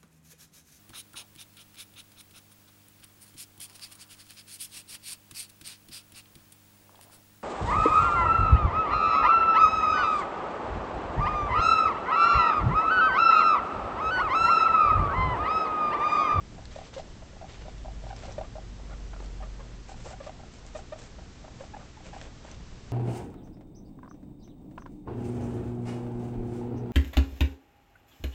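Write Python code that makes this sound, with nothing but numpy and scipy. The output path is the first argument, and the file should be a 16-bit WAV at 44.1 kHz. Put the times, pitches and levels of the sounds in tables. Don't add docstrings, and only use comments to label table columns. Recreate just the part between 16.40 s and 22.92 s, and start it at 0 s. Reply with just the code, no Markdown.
import sys
import numpy as np
from scipy import signal
from scipy.fft import rfft, irfft, next_fast_len
from scipy.io import wavfile
from scipy.ndimage import map_coordinates

SR = 44100
rng = np.random.default_rng(int(sys.argv[2]) if len(sys.argv) > 2 else 0)


def materialize(psi):
    bounded = np.clip(np.atleast_2d(psi).T, -1, 1)
    quanta = np.round(bounded * 32767).astype(np.int16)
    wavfile.write(sys.argv[1], SR, quanta)


N = 287532
T = np.arange(N) / SR


def amp(db):
    return 10 ** (np.asarray(db) / 20)


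def unit(x):
    return x / np.sqrt(np.mean(x ** 2) + 1e-20)


def along(points, hz):
    f, v = np.transpose(points)
    return np.interp(np.log(hz + 1), np.log(f + 1), v)


def wobble(rate, size=N):
    knots = rng.standard_normal(int(size * rate / SR) + 4)
    return map_coordinates(knots, [1 + np.arange(size) * rate / SR])


def coloured(x, gain_db):
    m = next_fast_len(len(x) + 8192)
    return irfft(rfft(x, m) * amp(gain_db(np.fft.rfftfreq(m, 1 / SR))), m)[:len(x)]


def noise(spectrum, size=N):
    return unit(coloured(rng.standard_normal(size), lambda hz: along(spectrum, hz)))


def gate(t, length, rise, fall):
    return (1 + np.tanh(t / rise)) / 2 * (1 - np.tanh((t - length) / fall)) / 2


def add(track, s, sound):
    i = round(s * SR)
    part = sound[max(-i, 0):max(N - i, 0)]
    track[max(i, 0):max(i, 0) + len(part)] += part


# (frequency [Hz], rms level [dB])
HUM_PARTIALS = [(60, -56.5), (120, -59.5), (180, -63), (240, -66), (300, -67.5), (360, -69), (420, -75)]
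def mains_hum():
    partials = (amp(db) * np.sin(2 * np.pi * (hz * T + rng.random())) for hz, db in HUM_PARTIALS)
    return np.sqrt(2) * sum(partials)


# (centre time [s], half width [s], frequency [Hz], level at the centre [dB])
DRONE_SWELLS = [(.26, 0.087, 55.4, -45), (1.43, 0.2, 49, -40), (1.85, .35, 111.1, -50.5),
                (2.7, 0.68, 47.32, -39.5), (3.35, 0.36, 121.4, -56)]
def drones(waver_db=1.5, drift_rad=0.9, steepness=2.6):
    out = np.zeros(N)
    for s, width, hz, db in DRONE_SWELLS:
        waver = amp(waver_db * wobble(3.0))
        tone = np.sqrt(2) * np.sin(2 * np.pi * hz * T + drift_rad * wobble(3.44))
        swell = 1 / (1 + np.abs((T - s) / width) ** steepness)
        out += amp(db) * swell * waver * tone
    return out


# (frequency [Hz], relative spectral density [dB])
RUMBLE_SPECTRUM = [(10, -6.5), (20, 3), (30, 3), (42, 0), (60, -0.5), (80, -1.5), (120, -5.5), (200, -9),
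                   (330, -15), (500, -17.5), (1000, -25), (2500, -38.5)]
# (time [s], level [dB])
RUMBLE_LEVEL = [(0, -46.5), (1.0, -47), (1.8, -44.5), (3.7, -46), (4.3, -47.5), (6.5, -46)]
def room_rumble(waver_db=1.17):
    level_db = np.interp(T, *np.transpose(RUMBLE_LEVEL))
    return amp(level_db + waver_db * wobble(9)) * noise(RUMBLE_SPECTRUM)


# (frequency [Hz], relative spectral density [dB])
HISS_SPECTRUM = [(200, -2), (1000, 2), (2000, 1.5), (4000, -1.5), (6500, -3), (7600, -5.5), (9000, -7.5)]
def microphone_hiss(level_db=-56):
    return amp(level_db) * noise(HISS_SPECTRUM)


# (frequency [Hz], reverberation time T60 [s])
ROOM_DECAY = [(200, 0.34), (1000, 0.11), (8000, 0.11)]
def reverberation(x):
    hz, t, spectra = signal.stft(rng.standard_normal(SR // 2), SR, nperseg=256)
    decay = amp(-60 * t / along(ROOM_DECAY, hz)[:, None])
    tail = signal.istft(spectra * decay, SR, nperseg=256)[1]
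    delayed = np.pad(x, (SR // 300, 0))
    return signal.fftconvolve(delayed, tail / np.linalg.norm(tail))[:N]


def flakes(spectrum, size, contacts_per_s=2000, spread_db=3.3, slide=.55):
    strengths = amp(spread_db * np.minimum(rng.exponential(size=size), 4)) * rng.standard_normal(size)
    contacts = unit(strengths * (rng.random(size) < contacts_per_s / SR))
    friction = slide * rng.standard_normal(size)
    return unit(coloured(contacts + friction, lambda hz: along(spectrum, hz)))


# (frequency [Hz], relative spectral density [dB])
SHAVINGS_SPECTRUM = [(150, -29), (450, 9.5), (1200, 0), (2200, -1.5), (3000, -3), (4500, -12),
                     (8000, -22.5), (12000, -45.5)]
# (frequency [Hz], relative spectral density [dB])
HAY_SPECTRUM = [(300, -39), (2000, -9.5), (3600, -2), (5000, -2.5), (7500, -4), (9000, -5.5),
                (11000, -29.5)]
# (time [s], crackle gain [dB], treble tilt [dB/octave])
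UNDERFOOT = [(.5, -1, -4), (1.2, -4, -8), (1.9, -3, -0.5), (3.0, -0.5, 7), (3.65, 0, 6), (3.87, 0.5, -2.5),
             (4.2, 2, 8), (6.1, -8.5, 8)]
# (time [s], duration [s], level [dB])
PUSHES = [(0.312, 0.089, -57), (0.398, .1, -59), (0.534, 0.075, -53.5), (1.083, .16, -56.5),
          (1.249, 0.07, -61.5), (1.622, 0.12, -60), (1.762, 0.082, -57), (1.831, 0.045, -52.5),
          (1.878, 0.065, -58.5), (2.788, 0.087, -62), (3.483, 0.051, -56), (3.565, 0.15, -61),
          (3.647, 0.086, -54.5), (3.829, 0.056, -57), (4.121, .08, -61.5), (4.258, .04, -60.5),
          (4.34, 0.063, -55.5), (4.577, 0.1, -57), (5.196, .068, -60), (5.647, 0.047, -52.5),
          (5.733, 0.14, -54.5), (6.033, 0.11, -57)]
def bedding(crunch_db=2, crackle_db=0.5, clump_db=1.94, clumps_per_s=90, shuffles_per_s=1.5):
    out, t = np.zeros(N), np.arange(-SR // 20, SR // 4) / SR
    times, hay_db, hay_tilt_db = np.transpose(UNDERFOOT)
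    shuffle_times = rng.uniform(0, N / SR, round(shuffles_per_s * N / SR))
    shuffles = [(s, .1, -72) for s in shuffle_times]
    for s, length, db in PUSHES + shuffles:
        tilt_db = np.interp(s, times, hay_tilt_db)
        hay = [(f, level + tilt_db * np.log2(max(f, 3000) / 6000)) for f, level in HAY_SPECTRUM]
        crunch = amp(crunch_db) * flakes(SHAVINGS_SPECTRUM, len(t))
        crackle = amp(crackle_db + np.interp(s, times, hay_db)) * flakes(hay, len(t))
        clumps = amp(clump_db * wobble(clumps_per_s, len(t)))
        envelope = gate(t, length, rise=0.005, fall=0.0096)
        add(out, s + t[0], amp(db) * clumps * (crunch + crackle) * envelope)
    return out


# (frequency over its pitch [ratio], relative level [dB])
STALK_MODES = [(.44, -4), (.8, -11.5), (1, 2), (1.07, -8)]
# (time [s], level [dB], pitch [Hz])
STALK_BREAKS = [(0.255, -33.5, 4020), (1.382, -42, 3500), (1.764, -33, 5524), (1.923, -35.5, 5950),
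                (2.86, -39.5, 4500), (4.618, -35.5, 3850), (5.814, -27, 1700), (6.114, -30.5, 6100),
                (6.145, -37.5, 3660)]
def stalk_snaps(t60=0.016, skirt_db_per_octave=6, crack_db=-10, ring_db=-14):
    out, t = np.zeros(N), np.arange(SR // 25) / SR
    for s, db, pitch in STALK_BREAKS:
        burst = rng.standard_normal(len(t))
        crack = unit(coloured(burst, lambda hz: -skirt_db_per_octave * np.abs(np.log2((hz + 1) / pitch))))
        ring = sum(amp(level) * np.sin(2 * np.pi * ratio * pitch * t) for ratio, level in STALK_MODES)
        add(out, s, amp(db - 60 * t / t60) * (amp(crack_db) * crack + amp(ring_db) * ring))
    return out


# (frequency [Hz], relative spectral density [dB])
RASP_SPECTRUM = [(300, -23), (480, -3.5), (900, 9), (1100, -7.5), (1600, -17), (2500, -14.5), (5000, -34)]
def syllable(t, length, hz, overtone_db, throat, sag, rasp_db,
             jitter=0.094, shimmer_db=2.08, climb_hz_per_s=1950):
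    arch = np.sin(np.pi * np.clip(t / length, 0, 1)) - 2 / np.pi
    waver = jitter * amp(rasp_db) * wobble(266, len(t))
    shimmer = amp(shimmer_db * wobble(300, len(t)))
    climb_hz = climb_hz_per_s * (np.clip(t, 0, length) - length / 2)
    pitch_hz = hz * (1 - sag * arch + waver) + climb_hz
    phase = 2 * np.pi * np.cumsum(pitch_hz) / SR
    k = np.arange(2, 14)
    harmonics = np.cos(k[:, None] * phase + rng.normal(0, 1, (len(k), 1)))
    overtones = unit(amp(along(throat, k * hz)) @ harmonics)
    turbulence = unit(noise(RASP_SPECTRUM, len(t)) * (1 + np.cos(phase) / 2))
    voiced = np.sqrt(2) * np.cos(phase) + amp(overtone_db) * overtones
    wave = (voiced + amp(rasp_db) * turbulence) / np.hypot(1, amp(rasp_db))
    return -wave * shimmer * gate(t, length, rise=0.00069, fall=0.001)


# (frequency [Hz], relative level [dB])
WHINE_ENVELOPE = [(1150, 5.5), (1750, -3), (2400, -9), (3500, -22), (8000, -35)]
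# (time [s], duration [s], pitch [Hz], level [dB])
WHINE_CALLS = [(2.031, 0.026, 578, -50), (2.497, 0.052, 623, -52.5), (3.023, 0.022, 597, -49.5),
               (3.192, 0.025, 536, -50.5), (5.39, 0.044, 672, -55.5)]
def whines(t):
    out = np.zeros(N)
    for s, length, hz, db in WHINE_CALLS:
        call = syllable(t, length, hz, overtone_db=0.5, throat=WHINE_ENVELOPE, sag=-.13, rasp_db=-2.5)
        add(out, s + t[0], amp(db) * call)
    return out


# (time [s], level re the fundamental [dB])
CHUT_OVERTONES = [(.6, -17), (1.64, -29), (1.71, -5.5), (2.1, -24), (2.75, -3), (3.0, -26), (3.5, -9.5),
                  (4.5, -11.5), (5.3, -10)]
def chut_syllables(s, length, hz, db, spacing, close_db,
                   span_s=.055, close_s=0.0055, rest_hz=726.4, trail_db=-8.5, duller_db=3):
    overtone_db = np.interp(s, *np.transpose(CHUT_OVERTONES))
    close_hz = rest_hz * (hz / rest_hz) ** 0.22
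    yield s, length, hz, db, overtone_db
    for k in range(int(span_s / spacing)):
        onset = s + (k + 1) * spacing
        yield onset, close_s, close_hz, db + close_db + k * trail_db, overtone_db - duller_db


# (frequency [Hz], relative level [dB])
CHUT_ENVELOPE = [(1250, 6.5), (1800, 1), (2450, -4), (3100, -13.5), (3700, -9.5), (5000, -26.5),
                 (8000, -33)]
# (time [s], opening duration [s], opening pitch [Hz], opening level [dB],
# syllable spacing [s], first closing level re the opening [dB])
CHUT_CALLS = [ (.182, 0.014, 657, -47, 0.039, -6), (.36, 0.006, 609, -35, .027, -1),
              (.564, 0.021, 537, -38, 0.033, 4.5), (.822, 0.011, 651, -45, 0.035, -16),
              (.932, 0.0037, 540, -43.5, 0.033, -4.5), (1.013, 0.02, 671, -43.5, 0.029, -2),
              (1.251, 0.02, 600, -48.5, 0.031, 10.5), (1.448, 0.014, 657, -42.5, 0.034, 4),
              (1.638, 0.0074, 660, -43, 0.027, 1), (1.702, .011, 799, -41.5, .026, 1.5),
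              (1.835, 0.0058, 640, -43.5, .016, 2.5), (1.88, 0.0164, 540, -45.5, .028, 1),
              (1.981, 0.012, 603, -33, 0.03, 0.5), (2.155, .017, 616, -43.5, 0.028, 3),
              (2.398, .007, 614, -48, .03, -13), (2.732, 0.012, 717, -45.5, 0.031, 1),
              (2.802, 0.0068, 414, -41, .022, -2), (3.003, .022, 770, -48, 0.021, -3),
              (3.492, 0.0068, 750, -44.5, 0.025, 0.5), (3.657, .022, 547, -43, 0.052, 1.5),
              (3.731, 0.013, 734, -44, 0.035, -16), (3.803, 0.011, 578, -38.5, .033, -12),
              (3.864, .016, 622, -40, 0.03, 3), (3.99, 0.016, 644, -52.5, .044, 5),
              (4.226, 0.0038, 745, -52.5, 0.025, 4.5), (4.35, .017, 623, -35.5, 0.04, -6),
              (4.522, 0.016, 613, -36, 0.038, -11), (4.784, .012, 618, -49, 0.038, 0),
              (5.042, 0.0095, 639, -45.5, .037, 1), (5.206, 0.013, 555, -42, 0.031, -1.5),
              (5.336, 0.015, 835, -45, 0.029, 3), (5.568, 0.019, 868, -52.5, 0.037, 5),
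              (5.73, .019, 810, -43, .034, 2.5), (5.872, 0.011, 655, -48.5, .03, -14),
              (6.049, 0.0063, 590, -49, 0.029, -2.5)]
def chuts(t, medium_db=-40, medium_rasp_db=-11, medium_overtone_db=-16.5):
    out = np.zeros(N)
    pivot_hz = CHUT_ENVELOPE[0][0]
    for chut in CHUT_CALLS:
        for s, length, hz, db, overtone_db in chut_syllables(*chut):
            effort_db = db - medium_db
            richness_db = overtone_db - medium_overtone_db
            rasp_db = min(medium_rasp_db - 0.89 * effort_db + 0.26 * richness_db, 0)
            throat = [(f, level + effort_db * np.log2(f / pivot_hz)) for f, level in CHUT_ENVELOPE]
            call = syllable(t, length, hz, overtone_db, throat, sag=0.055, rasp_db=rasp_db)
            add(out, s + t[0], amp(db) * call)
    return out


def scene(wet_db=-10):
    background = mains_hum() + drones() + room_rumble() + microphone_hiss()
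    syllable_t = np.arange(-SR // 200, SR // 18) / SR
    animals = chuts(syllable_t) + whines(syllable_t) + stalk_snaps() + bedding()
    return (animals + amp(wet_db) * reverberation(animals) + background)[None]


# (frequency [Hz], gain [dB])
MICROPHONE_RESPONSE = [(20, 0), (6810, 0), (6900, -14), (6990, 0), (7550, 0), (8000, -6), (8450, -13.5),
                       (8700, -21), (8900, -31)]
def record(dry, limit_hz=8950):
    def gain_db(hz):
        return along(MICROPHONE_RESPONSE, hz) - 120 * (hz > limit_hz)
    return np.array([coloured(x, gain_db) for x in dry])


dry = scene()
out = record(dry)
materialize(out)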